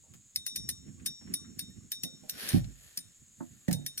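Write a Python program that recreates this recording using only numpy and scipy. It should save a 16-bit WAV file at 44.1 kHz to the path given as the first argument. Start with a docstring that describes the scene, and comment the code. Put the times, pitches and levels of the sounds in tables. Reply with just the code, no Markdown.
"""A fishing reel's ratchet clicks unevenly: each impact of the pawl excites the frame's resonances
and leaves the metal ringing. The angler, in a small boat on a quiet river, swishes his rod down and
bumps the hull, which sounds in its damped modes. The hull rumbles softly as he shifts his weight and
is bumped again as he leans over. Gear scuffs and ticks, sleeves rustle, insects hiss on the bank."""
import sys
import numpy as np
from scipy import signal
from scipy.fft import rfft, irfft
from scipy.io import wavfile

SR = 44100
rng = np.random.default_rng(int(sys.argv[2]) if len(sys.argv) > 2 else 0)


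def generate_wav(signal):
    """Clip the signal to [-1, 1] and save it as 16-bit WAV at the path in sys.argv[1]."""
    frames = np.transpose(np.atleast_2d(signal))
    scaled = np.clip(frames, -1, 1) * 32767
    pcm = np.round(scaled).astype(np.int16)
    wavfile.write(sys.argv[1], SR, pcm)


N = 176400
T, HZ = np.arange(N) / SR, np.fft.rfftfreq(N, 1 / SR)
GEAR_COHERENCE, GEAR_LEAD_S = 0.26, 0.00011  # likeness of left and right; head start of the left

# Pawl impacts: t/s, snap level/dB, snap T60/s, change of the main resonance/dB,
# then level/dB of each of the five reel modes, lowest first
CLICKS = [(0.3581, -28, 0.043, -1.5, -39, -63, -53, -43, -75),
          (0.4627, -27.5, 0.065, 6.5, -39, -46, -44, -41, -54),
          (0.5583, -26.5, 0.03, -3, -39, -42.5, -43.5, -39.5, -67),
          (0.688, -29.5, 0.085, 4, -43.5, -53.5, -47, -43.5, -50),
          (1.059, -25.5, 0.058, 1, -37, -43, -44.5, -49, -67),
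          (1.337, -26, 0.043, 5.5, -39.5, -55, -43.5, -40.5, -48),
          (1.5905, -26.5, 0.022, -2, -40.5, -53.5, -58, -44, -60),
          (1.9161, -27, 0.032, 1, -38, -46, -47.5, -43, -49),
          (2.0329, -27, 0.045, 0, -38.5, -50, -48.5, -46, -55),
          (2.294, -27.5, 0.012, -5, -49.5, -53, -60, -53, -52),
          (2.4859, -27.5, 0.031, -2, -43.5, -70, -47.5, -37.5, -47),
          (2.9727, -28.5, 0.026, -3.5, -51, -64, -61, -39.5, -52),
          (3.726, -29.5, 0.077, -1.5, -41, -82, -60, -45, -44),
          (3.8619, -28.5, 0.03, -4, -43, -57, -56, -42.5, -45),
          (3.975, -32, 0.11, -8, -47, -47.5, -50.5, -50, -42)]
# Envelope of the hull's rumble: t/s, deep level/dB, upper level/dB
RUMBLE = [(0, -68.5, -73.5), (0.142, -55, -56), (.25, -71, -74.5), (.34, -73, -71), (.38, -60, -64.5),
          (.54, -68, -57), (.6, -51.5, -53.5), (.79, -52.5, -59.5), (0.862, -56.5, -53), (.93, -55, -58.5),
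          (1.07, -58, -51), (1.19, -62.5, -64), (1.299, -60.5, -50), (1.599, -57, -54.5),
          (1.69, -50.5, -49.5), (1.93, -69, -67), (2.072, -54, -56), (2.17, -71, -60), (2.27, -60.5, -54),
          (2.7, -67, -62), (2.902, -66.5, -74.5), (3.3, -67, -68), (3.5, -57.5, -61.5), (3.6, -67, -63.5)]


def pawl_snaps():
    """Source and filter: the pawl slides, strikes and rattles, driving the frame's resonances."""
    # Frame resonances: f/Hz, bandwidth/Hz, level over the bare snap/dB, left minus right/dB
    resonances = [(1860, 500, 4, 4.5), (4310, 310, 7, 9), (5550, 403, 17, 3.5), (6500, 240, 12.5, -1),
                  (8750, 330, 15, 0.5), (9943, 180, 18, 2.5), (11910, 360, 9.5, -1), (14850, 900, 4, 2)]
    # Spectrum of the bare snap: f/Hz, level/dB
    snap_spectrum = [(500, -11), (950, -20), (1700, 0.5), (3000, 2.5), (4800, 4.5), (7500, -3), (9000, 3.5),
                     (13000, 9.5), (15300, 3), (15900, -41)]
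    rise_s, hold_s, early_s, size = 0.0029, 0.00011, 0.04, 8192
    slide_db, slide_s, strike_db, strike_s = -20, 0.0044, 2.5, 0.00058
    rattle_db, rattle_t60, main_hz, main_width_hz = -7.5, 0.092, 9790, 550
    out = np.zeros((2, N))
    t, hz = np.arange(size) / SR - early_s, np.fft.rfftfreq(size, 1 / SR)
    frame_power = pan(db=1.5) ** 2 + sum((pan(side) * amp(db)) ** 2 * lorentzian(hz, f, width)
                                         for f, width, db, side in resonances)
    main_peak = gaussian(hz, main_hz, main_width_hz)
    decay_time = np.maximum(t - rise_s - hold_s, 0)
    slide = amp(slide_db) * np.exp(-abs(t) / slide_s)  # the pawl rides up the tooth
    strike = amp(strike_db) * gaussian(t, rise_s, strike_s)  # and lands at the top of the rise
    rattle = amp(rattle_db) * decay(decay_time, rattle_t60)
    for start, db, t60, main_db, *_ in CLICKS:
        gain = np.sqrt(frame_power) * colour(snap_spectrum, hz) * amp(main_db * main_peak)
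        response = minimum_phase(unit(gain * ripple(hz, db=4, width_hz=110)))
        fall = np.clip(t / rise_s, 0, 1) * np.hypot(decay(decay_time, t60), rattle)
        envelope = np.sqrt(slide ** 2 + strike ** 2 + fall ** 2)
        burst = envelope * noise(1, coherence=0.73, lead_s=0.00012, size=size)
        chatter = unit(flutter(db=4, rate_hz=780, size=size))
        add(out, start - early_s, amp(db) * irfft(rfft(burst * chatter) * response))
    return out


def reel_ring():
    """Free vibration: the reel's modes ring after a click, unsteady in the hand, until the next."""
    # Reel modes: f/Hz
    mode_hz = [3710, 5497, 5674, 9064, 13225]
    # The same modes: T60/s, left minus right/dB, left lead/rad
    modes = [(0.34, -1.5, 2.336), (0.69, 5, 1.2), (0.52, 3.5, 1.67), (0.21, 1, 0.46), (0.1, -6, 0.31)]
    rise_s, mute_s = 0.012, 0.0024
    out = np.zeros((2, N))
    ends = [click[0] for click in CLICKS[1:]] + [N / SR]
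    for (start, _, _, _, *levels), end in zip(CLICKS, ends):
        t = np.arange(0, end - start + mute_s, 1 / SR)
        gate = np.clip(np.minimum(t / rise_s, (t[-1] - t) / mute_s), 0, 1)
        ring = sum(amp(db) * flutter(db=2.07, rate_hz=31.6, size=SR)[:len(t)] * mode(t, hz, *row)
                   for db, hz, row in zip(levels, mode_hz, modes))
        add(out, start, gate * ring)
    return out


def hull_bumps():
    """Modal superposition: each soft blow rings the hull, favouring the modes near one frequency."""
    # Hull modes: f/Hz, level/dB, T60/s, left minus right/dB, left lead/rad
    modes = [(52.6, -15, 0.4, -25.5, 0.1), (104.9, -9.5, 0.17, -6.5, 0.49), (125, -21, 0.39, 13, 1.5),
             (144, -15, 0.36, -8.5, 1.25), (175.6, 0.5, 0.083, -7.5, 1.05), (208, -6, 0.02, -16, 2.07),
             (243, -2.5, 0.16, -5.5, 2.9), (272.7, 0.5, 0.068, -8, 2.45), (327.6, -12, 0.16, -12, 2.5),
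             (587, -16.5, 0.16, -14, 1.2), (693, -12, 0.22, -11, 0.87)]
    # Blows: t/s, level/dB, favoured f/Hz
    blows = [(2.037, -33.5, 224), (2.5351, -9, 101), (2.5438, -10.5, 222), (2.5664, -16.5, 144),
             (2.6127, -24.5, 96), (2.65, -28.5, 105), (2.977, -44.5, 215), (3.4075, -26.5, 314),
             (3.684, -16, 185), (3.7189, -19.5, 161), (3.7476, -26, 122), (3.793, -35.5, 242)]
    rise_s, octave_away_db, cutoff_hz = 0.0071, -16, 42.6  # the blows carry little sound below the cutoff
    out, t = np.zeros((2, N)), np.arange(SR) / SR
    for start, db, centre in blows:
        ring = sum(amp(mode_db + octave_away_db * np.log2(f / centre) ** 2) * mode(t, f, *row)
                   for f, mode_db, *row in modes)
        add(out, start, -amp(db) * np.minimum(t / rise_s, 1) * ring)
    return signal.sosfilt(signal.butter(3, cutoff_hz, "high", fs=SR, output="sos"), out)


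def rod_swish():
    """Turbulence and friction: rod and sleeve hiss; the line's rasp rises as the rod speeds up."""
    # Envelope of the swish and the brush of clothes after it: t/s, level/dB
    envelope = [(0, -108), (2.15, -76.5), (2.3, -63), (2.35, -52), (2.41, -41.5), (2.48, -39),
                (2.53, -39.5), (2.58, -45.5), (2.63, -65), (2.73, -67), (2.87, -59.5), (3.05, -69),
                (3.3, -76.5), (3.45, -69.5), (4, -70)]
    # Spectrum of the hiss: f/Hz, level/dB
    spectrum = [(100, -45), (300, 1.5), (650, 2), (950, -7.5), (1600, 4.5), (2200, 4), (4300, 5), (5700, 1),
                (6800, -9), (8000, -6), (10300, 3), (13000, 1.5), (15200, -11), (15900, -25)]
    glide_s, glide_hz, rasp_db = (2.39, 2.49), (-347, 0), -13.5
    hiss = noise(colour(spectrum) * ripple(HZ, db=1.5, width_hz=140))
    band = noise(lorentzian(HZ, centre_hz=1810, width_hz=130))
    shift_hz = np.interp(T, glide_s, glide_hz)
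    rasp = (signal.hilbert(band) * np.exp(2j * np.pi * np.cumsum(shift_hz) / SR)).real
    grain = unit(flutter(db=2, rate_hz=300))
    return pan(db=0.5) * level(envelope) * grain * (hiss + amp(rasp_db) * rasp)


def gear_scuffs():
    """Friction: brief rough contacts of gear and boat each give a decaying band of noise."""
    # Contacts: t/s, level/dB, T60/s, centre f/Hz, width/octaves
    contacts = [(0.037, -72.5, 0.4, 625, 0.46), (0.136, -54, 0.11, 4000, 2.8),
                (0.996, -59.5, 0.085, 2140, 0.65), (1.21, -62, 0.17, 700, 1.8),
                (1.272, -56.5, 0.077, 1470, 0.88), (1.444, -60, 0.14, 1610, 0.4),
                (2.035, -55, 0.3, 470, 0.42), (2.234, -61, 0.45, 605, 0.37),
                (2.540, -44.5, 0.24, 586, 0.41), (2.642, -46.5, 0.044, 3400, 0.82),
                (1.70, -61, 0.057, 11500, 0.13), (2.9604, -45, 0.0085, 9100, 0.57),
                (3.404, -44.5, 0.099, 850, 0.63), (3.679, -43, 0.33, 590, 0.34),
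                (3.682, -37, 0.067, 1880, 0.065), (3.68, -39.5, 0.072, 4900, 1.9),
                (3.710, -40.5, 0.056, 1770, 0.4), (3.71, -34, 0.054, 6900, 1.8)]
    rise_s, size = 0.0021, 16384
    out = np.zeros((2, N))
    t, hz = np.arange(size) / SR, np.fft.rfftfreq(size, 1 / SR)
    for start, db, t60, centre, width in contacts:
        band = np.exp(-(np.log2((hz + 1) / centre) / width) ** 2 / 2) / np.sqrt(1 + hz / centre)
        scrape = noise(band * ripple(hz, db=3.5, width_hz=47), size=size)
        envelope = amp(db) * np.minimum(t / rise_s, 1) * decay(t, t60)
        add(out, start, envelope * scrape * pan(db=-9 if centre < 800 else 0))  # dull ones lie right
    return out


def hull_rumble():
    """Structure-borne noise: the angler's shifting weight drives the hull in two lumpy low bands."""
    # Spectra of the deep and the upper band: f/Hz, level/dB
    deep_spectrum = [(20, -44), (45, -12), (75, 4), (120, 3), (170, -3), (260, -39), (600, -75)]
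    upper_spectrum = [(60, -23.5), (140, -3), (195, 4.5), (280, -1.5), (400, -15), (700, -31), (1000, -39),
                      (2000, -28.5), (8000, -56)]
    curves = np.array(RUMBLE)
    deep = level(curves[:, [0, 1]]) * noise(colour(deep_spectrum), coherence=0.43, lead_s=0.00049)
    upper = level(curves[:, [0, 2]]) * noise(colour(upper_spectrum), coherence=0.43, lead_s=0.00066)
    lumps = unit(flutter(db=5, rate_hz=13.5))
    return pan(db=-5.5) * lumps * (deep + upper)


def gear_ticks():
    """Impulse responses: tiny random impacts ring one mode each, louder as the angler moves more."""
    ticks_per_s, lowest_hz, t60, relative_db = 30, 1063, 0.13, -13
    out, t = np.zeros((2, N)), np.arange(SR // 10) / SR
    motion = level(np.array(RUMBLE)[:, [0, 2]])
    for when, octave, strength in rng.random((int(ticks_per_s * N / SR), 3)):
        hz = lowest_hz * 2 ** octave
        tick = mode(t, hz, t60, pan_db=0, lead_rad=2 * np.pi * hz * GEAR_LEAD_S)
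        add(out, when * N / SR, amp(relative_db) * motion[int(when * N)] * strength ** 2 * tick)
    return out


def sleeve_rustle():
    """Sliding friction: smooth sleeves give a thin, high hiss as the angler leans over."""
    # Envelope of the rustle: t/s, level/dB
    envelope = [(2.7, -92), (2.84, -62), (3.05, -88), (3.33, -92), (3.4, -71), (3.6, -73.5), (3.8, -93)]
    centre_hz, width_hz = 11300, 850
    return level(envelope) * noise(gaussian(HZ, centre_hz, width_hz))


def riverbank():
    """Incoherent summation: distant insects merge into a steady band of noise over still air."""
    # Spectra of the chorus and the air: f/Hz, level/dB
    insect_spectrum = [(5000, -30), (5950, -13), (6250, -1.5), (6620, 7), (7300, 7.5), (7750, 4.5),
                       (8200, -5), (9200, -7.5), (12000, -21)]
    air_spectrum = [(20, 21), (80, 16), (200, -10), (400, 7), (800, 1), (1600, 5.5), (3200, 6.5),
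                    (3700, 10), (5200, 6), (9500, -3), (13000, -8.5), (15400, -13), (15900, -21)]
    envelope = amp(db=-62) * flutter(db=0.7, rate_hz=53)
    chorus = envelope * noise(colour(insect_spectrum), coherence=0.97, lead_s=0)
    air = amp(db=-72.5) * noise(colour(air_spectrum), coherence=0.25, lead_s=0)
    return chorus + air


def noise(gain, coherence=GEAR_COHERENCE, lead_s=GEAR_LEAD_S, size=N):
    """Partial coherence: filtered stereo noise of rms 1 whose common part reaches the left first."""
    # Longer path of the top treble to the right: f/Hz, factor on the delay
    detour = [(10400, 1.023), (12200, 1.153)]
    left, independent = rfft(rng.standard_normal((2, size)))
    hz = np.fft.rfftfreq(size, 1 / SR)
    delay_s = lead_s * np.interp(hz, *np.transpose(detour))
    right = coherence * left + np.sqrt(1 - coherence ** 2) * independent
    right *= np.exp(-2j * np.pi * hz * delay_s)
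    return unit(irfft(np.array([left, right]) * gain, size))


def mode(t, hz, t60, pan_db, lead_rad):
    """Damped harmonic oscillation, with a level and phase difference between left and right."""
    return pan(pan_db) * decay(t, t60) * np.sin(2 * np.pi * hz * t - np.array([[0], [lead_rad]]))


def flutter(db, rate_hz, size=N):
    """Random amplitude modulation: a gain that wanders by db rms, mostly slower than rate_hz."""
    lowpass = 1 / (1 + (np.fft.rfftfreq(size, 1 / SR) / rate_hz) ** 4)
    return amp(db * unit(irfft(rfft(rng.standard_normal(size)) * lowpass, size)))


def ripple(hz, db, width_hz):
    """Spectral ripple: random narrow peaks and dips."""
    knots = np.clip(rng.standard_normal(2048), -2, 2)
    return amp(db * np.interp(hz / width_hz, np.arange(len(knots)), knots))


def minimum_phase(gain):
    """Causal response whose phase is the Hilbert transform of its log magnitude."""
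    mirrored = np.hstack([gain, gain[:, -2:0:-1]])
    return np.exp(np.conj(signal.hilbert(np.log(mirrored))))[:, :gain.shape[1]]


def lorentzian(hz, centre_hz, width_hz):
    """Resonance curve of peak 1."""
    return 1 / (1 + (2 * (hz - centre_hz) / width_hz) ** 2)


def gaussian(x, centre, width):
    """Bell curve of peak 1."""
    return np.exp(-((x - centre) / width) ** 2)


def decay(t, t60):
    """Exponential damping by 60 dB in t60."""
    return amp(-60 * t / t60)


def amp(db):
    """Decibels to gain."""
    return 10 ** (np.asarray(db) / 20)


def unit(x):
    """Normalisation to rms 1."""
    return x / np.sqrt(np.mean(x ** 2) + 1e-20)


def colour(points, hz=HZ):
    """Gain of a spectrum table, interpolated in log frequency."""
    f, db = np.transpose(points)
    return amp(np.interp(np.log(hz + 1), np.log(f + 1), db))


def level(points):
    """Gain of an envelope table over time."""
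    return amp(np.interp(T, *np.transpose(points)))


def pan(db):
    """Stereo gains, the left db above the right."""
    return amp(np.array([[db], [-db]]) / 2)


def add(mix, start, sound):
    """Superposes a stereo sound at start seconds."""
    part = mix[:, max(round(start * SR), 0):][:, :sound.shape[1]]
    part += sound[:, :part.shape[1]]


def scene():
    """Linear superposition of everything heard from the boat."""
    return (pawl_snaps() + reel_ring() + hull_bumps() + gear_scuffs() + rod_swish()
            + sleeve_rustle() + hull_rumble() + gear_ticks() + riverbank())


def record(dry):
    """Band limiting by a linear-phase low-pass filter."""
    cutoff_hz = 16500
    lowpass = signal.firwin(511, cutoff_hz, window=("kaiser", 9), fs=SR)
    return signal.oaconvolve(dry, lowpass[None], "same")


dry = scene()
out = record(dry)
generate_wav(out)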